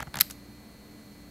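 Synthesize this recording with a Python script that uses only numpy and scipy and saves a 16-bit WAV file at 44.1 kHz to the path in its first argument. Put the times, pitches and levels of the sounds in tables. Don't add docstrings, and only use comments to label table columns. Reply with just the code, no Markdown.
import sys
import numpy as np
from scipy import signal
from scipy.fft import rfft, irfft
from scipy.io import wavfile
from scipy.ndimage import uniform_filter1d

SR = 44100
rng = np.random.default_rng(int(sys.argv[2]) if len(sys.argv) > 2 else 0)


def materialize(psi):
    bounded = np.clip(np.atleast_2d(psi).T, -1, 1)
    quanta = np.round(bounded * 32767).astype(np.int16)
    wavfile.write(sys.argv[1], SR, quanta)


def decibels_to_gain(level_db):
    exponent = np.asarray(level_db, float) / 20
    return 10 ** exponent


N = 57330


def unit(x):
    return x / np.sqrt(np.mean(x ** 2))


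def bandpass(x, order, low_hz, high_hz):
    return signal.lfilter(*signal.butter(order, [low_hz, high_hz], "band", fs=SR), x)


def walk(rate_hz):
    k = int(SR / rate_hz)
    return unit(uniform_filter1d(uniform_filter1d(rng.standard_normal(N), k), k))


# frequency_hz, density_db
AIR_SPECTRUM = [(15, -18), (25, -5.5), (212, -3), (2050, -22), (3520, -26.5), (4370, -27), (5000, -27),
                (12900, -28.5), (16000, -31.5)]
AIR_DB = -53


def air():
    hz = np.fft.rfftfreq(N, 1 / SR)
    curve_hz, curve_db = np.array(AIR_SPECTRUM).T
    gain = decibels_to_gain(np.interp(np.log(hz + 1), np.log(curve_hz), curve_db))
    return decibels_to_gain(AIR_DB) * unit(irfft(rfft(rng.standard_normal(N)) * gain, N))


DRONE_HZ, DRONE_WIDTH_HZ, DRONE_DB = 208.6, 30, -55.5


def cavity_drone():
    drone = rng.standard_normal(N)
    for _ in range(2):
        drone = signal.lfilter(*signal.iirpeak(DRONE_HZ, DRONE_HZ / DRONE_WIDTH_HZ, fs=SR), drone)
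    return decibels_to_gain(DRONE_DB) * unit(drone)


# multiple, level_db
WHINE_HARMONICS = [(4, -76), (12, -80), (13, -80), (14, -82), (15, -69), (16, -81), (17, -74), (18, -76),
                   (20, -82), (23, -82), (25, -83), (28, -79), (29, -80), (30, -74), (31, -80), (32, -66),
                   (33, -71), (34, -76), (35, -82), (47, -81), (48, -87), (49, -83), (65, -87), (80, -84),
                   (95, -82), (96, -78), (97, -79), (100, -84)]
WHINE_HZ = 400 / 3
WHINE_CHIRP = .3


def electronic_whine():
    t = np.arange(N) / SR
    whine = np.zeros(N)
    for multiple, level_db in WHINE_HARMONICS:
        cycles = multiple * WHINE_HZ * t + WHINE_CHIRP * multiple ** 2
        whine += decibels_to_gain(level_db) * np.sin(2 * np.pi * cycles)
    return np.sqrt(2) * whine


# multiple, level_db
FAN_ORDERS = [(1, -62), (2, -64), (3, -68), (5, -61), (10, -75)]
FAN_HZ, FAN_WOBBLE, FAN_SWAY_DB = 58.7, .008, 4


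def fan_hum():
    turn = 2 * np.pi * np.cumsum(FAN_HZ * (1 + FAN_WOBBLE * walk(6))) / SR
    hum = np.zeros(N)
    for order, level_db in FAN_ORDERS:
        hum += decibels_to_gain(level_db + FAN_SWAY_DB * walk(6.3)) * np.sin(round(order) * turn + order)
    return np.sqrt(2) * hum


# start_s, end_s, level_db
ROLLS = [
    (0, 0.037, -45.5),
    (0.064, 0.083, -51.5),
    (0.132, 0.201, -47),
]
ROLL_LOW_HZ, ROLL_TOP_HZ, ROLL_RUMBLE_DB = 555, 3350, 1
ROLL_GRAIN_DB = 2
ROLL_FADE_S = .012


def rolling():
    t = np.arange(N) / SR
    turning = np.zeros(N)
    for start_s, end_s, level_db in ROLLS:
        turning += decibels_to_gain(level_db) * np.clip(np.minimum(t - start_s, end_s - t) / ROLL_FADE_S, 0, 1)
    grit = rng.standard_normal(N) * decibels_to_gain(ROLL_GRAIN_DB * rng.exponential(size=N))
    rub = unit(bandpass(grit, 2, ROLL_LOW_HZ, ROLL_TOP_HZ))
    rumble = unit(bandpass(grit, 2, 60, 220))
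    return turning * (rub + decibels_to_gain(ROLL_RUMBLE_DB) * rumble)


ROOM_DB, ROOM_T60_S, ROOM_LAG_S, ROOM_TOP_HZ = -26, .38, .014, 11200


def room(x):
    t = np.arange(N) / SR
    swell = np.clip(t / ROOM_LAG_S, 0, 1) ** 2
    tail = unit(rng.standard_normal(N)) * 1000. ** (-t / ROOM_T60_S) * swell
    tail = bandpass(tail, 1, 900, ROOM_TOP_HZ)
    return decibels_to_gain(ROOM_DB) * signal.fftconvolve(x, tail / np.sqrt(np.sum(tail ** 2)))[:N]


def ring(force, modes, shift, low_hz, top_hz):
    t = np.arange(int(.12 * SR)) / SR
    response = np.zeros(len(t))
    for k, (pitch_hz, level_db, t60_s) in enumerate(modes):
        side_struck = np.sign(shift[-k] - 1)
        decay = 1000. ** (-t / max(t60_s, .0005))
        response += side_struck * decibels_to_gain(level_db) * np.sin(2 * np.pi * pitch_hz * shift[k] * t) * decay
    radiated = signal.butter(2, [low_hz, top_hz], "band", fs=SR, output="sos")
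    y = signal.sosfilt(radiated, signal.fftconvolve(force, response))
    return y / np.sqrt(np.max(uniform_filter1d(y ** 2, size=32)))


def add(out, x, start_s):
    i = max(int(start_s * SR), 0)
    out[i:i + len(x)] += x[:N - i]


# pitch_hz, level_db, t60_s
SHELL_MODES = [(560, -9, .012), (680, -7, .015), (810, -5, .018), (1000, -7, .01), (1200, -4, .01),
               (1430, -1, .01), (1680, -2, .008), (2200, -7, .005)]
# pitch_hz, level_db, t60_s
DESK_MODES = [(65, -6, .07), (130, -3, .05), (210, 0, .04), (330, -6, .025), (450, -10, .02)]
SHELL_LAG_S = .0002
RISE_SHARE = .15
DETUNE, IMPACT_SPREAD_DB = .02, 2.5
CONTACT_TRIM_DB = .1


def contacts(table, parts, shell_low_hz):
    out = np.zeros(N)
    size = 1400
    for start_s, chatter_s, crackle_db, shell_db, thud_db in table:
        x = np.arange(size) / SR / chatter_s
        push = np.clip(x / RISE_SHARE, 0, 1) * np.exp(-x ** 3)
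        chance = rng.standard_normal(size)
        force = chance * decibels_to_gain(IMPACT_SPREAD_DB * rng.exponential(size=size)) * push
        shift = 1 + DETUNE * chance[::-1]
        crackle = ring(force, parts, shift, low_hz=1890, top_hz=14500)
        shell = ring(force, SHELL_MODES, shift[20:], low_hz=shell_low_hz, top_hz=2800)
        thud = ring(push, DESK_MODES, shift[40:], low_hz=46.2, top_hz=490)
        add(out, decibels_to_gain(crackle_db + CONTACT_TRIM_DB) * crackle, start_s)
        add(out, decibels_to_gain(shell_db + CONTACT_TRIM_DB) * shell, start_s + SHELL_LAG_S)
        add(out, decibels_to_gain(thud_db + CONTACT_TRIM_DB) * thud, start_s)
    return out


# start_s, chatter_s, crackle_db, shell_db, thud_db
TICKS = [(.0001, .001, -50, -34, -42), (.0034, .0015, -32, -29, -46), (.0215, .003, -54, -36, -40),
         (.0271, .0014, -34, -29, -48), (.0713, .0015, -60, -39, -36), (.0755, .003, -62, -41, -40),
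         (.1418, .0016, -30, -28, -44), (.1555, .0017, -29, -32, -42), (.1592, .002, -50, -33, -44),
         (.1698, .0021, -30, -32, -40), (.1738, .0025, -50, -34, -42), (.1878, .0022, -29, -32, -44),
         (.2995, .002, -38, -45, -60), (.3020, .006, -47, -54, -62), (.3055, .002, -43, -54, -62),
         (.3086, .0007, -32, -46, -60), (.3098, .0032, -36, -48, -60), (.3130, .018, -49, -60, -64)]
# pitch_hz, level_db, t60_s
WHEEL_MODES = [(2600, -2, .002), (3300, -2, .002), (4200, -1, .002), (5000, -1, .0015), (6300, 1, .0012),
               (7500, -1, .0012), (9300, -3, .001), (11200, 0, .0012), (12700, -1, .0012),
               (14300, -5, .001)]


def wheel_ticks():
    return contacts(TICKS, WHEEL_MODES, shell_low_hz=486)


# start_s, chatter_s, crackle_db, shell_db, thud_db
SWITCH = [
    (.2006, .002, -33, -42, -52),
    (.2020, .002, -23, -34, -48),
    (.2035, .004, -25, -33, -46),
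    (.2066, .003, -20, -34, -46),
    (.2095, .0012, -6, -28, -44),
    (.2108, .0006, -12, -34, -46),
    (.2116, .0045, -24, -38, -46),
    (.2158, .0005, -15, -38, -44),
    (.2165, .002, -24, -36, -46),
    (.2174, .0022, -30, -31, -42),
]
# pitch_hz, level_db, t60_s
LEAF_MODES = [(2200, -8, .002), (3000, -7, .002), (4100, -7, .002), (5300, -5, .002), (6400, -7, .0015),
              (8200, -9, .0012), (10000, -7, .0012), (11400, -3, .0015), (12500, 1, .002),
              (13200, -1, .002), (14600, -10, .001)]


def switch_snap():
    return contacts(SWITCH, LEAF_MODES, shell_low_hz=1190)


SIDE_DB = -31
SIDE_HIGH_DB, SIDE_HZ = -13, 3080


def scene():
    mouse = wheel_ticks() + switch_snap()
    floor = air() + cavity_drone() + electronic_whine() + fan_hum() + rolling()
    mid = mouse + room(mouse) + floor
    flicker = walk(200)
    hiss = signal.lfilter(*signal.butter(1, SIDE_HZ, "high", fs=SR), floor * flicker)
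    side = decibels_to_gain(SIDE_DB) * mid * flicker + decibels_to_gain(SIDE_HIGH_DB) * hiss
    return np.array([mid + side, mid - side])


def band_limit(x):
    return signal.sosfilt(signal.butter(12, 16400, fs=SR, output="sos"), x)


TOP_HZ = 15600


def record(dry):
    dry = signal.sosfilt(signal.ellip(8, .2, 70, TOP_HZ, fs=SR, output="sos"), dry)
    return band_limit(np.clip(dry, -1, 1))


dry = scene()
out = record(dry)
materialize(out)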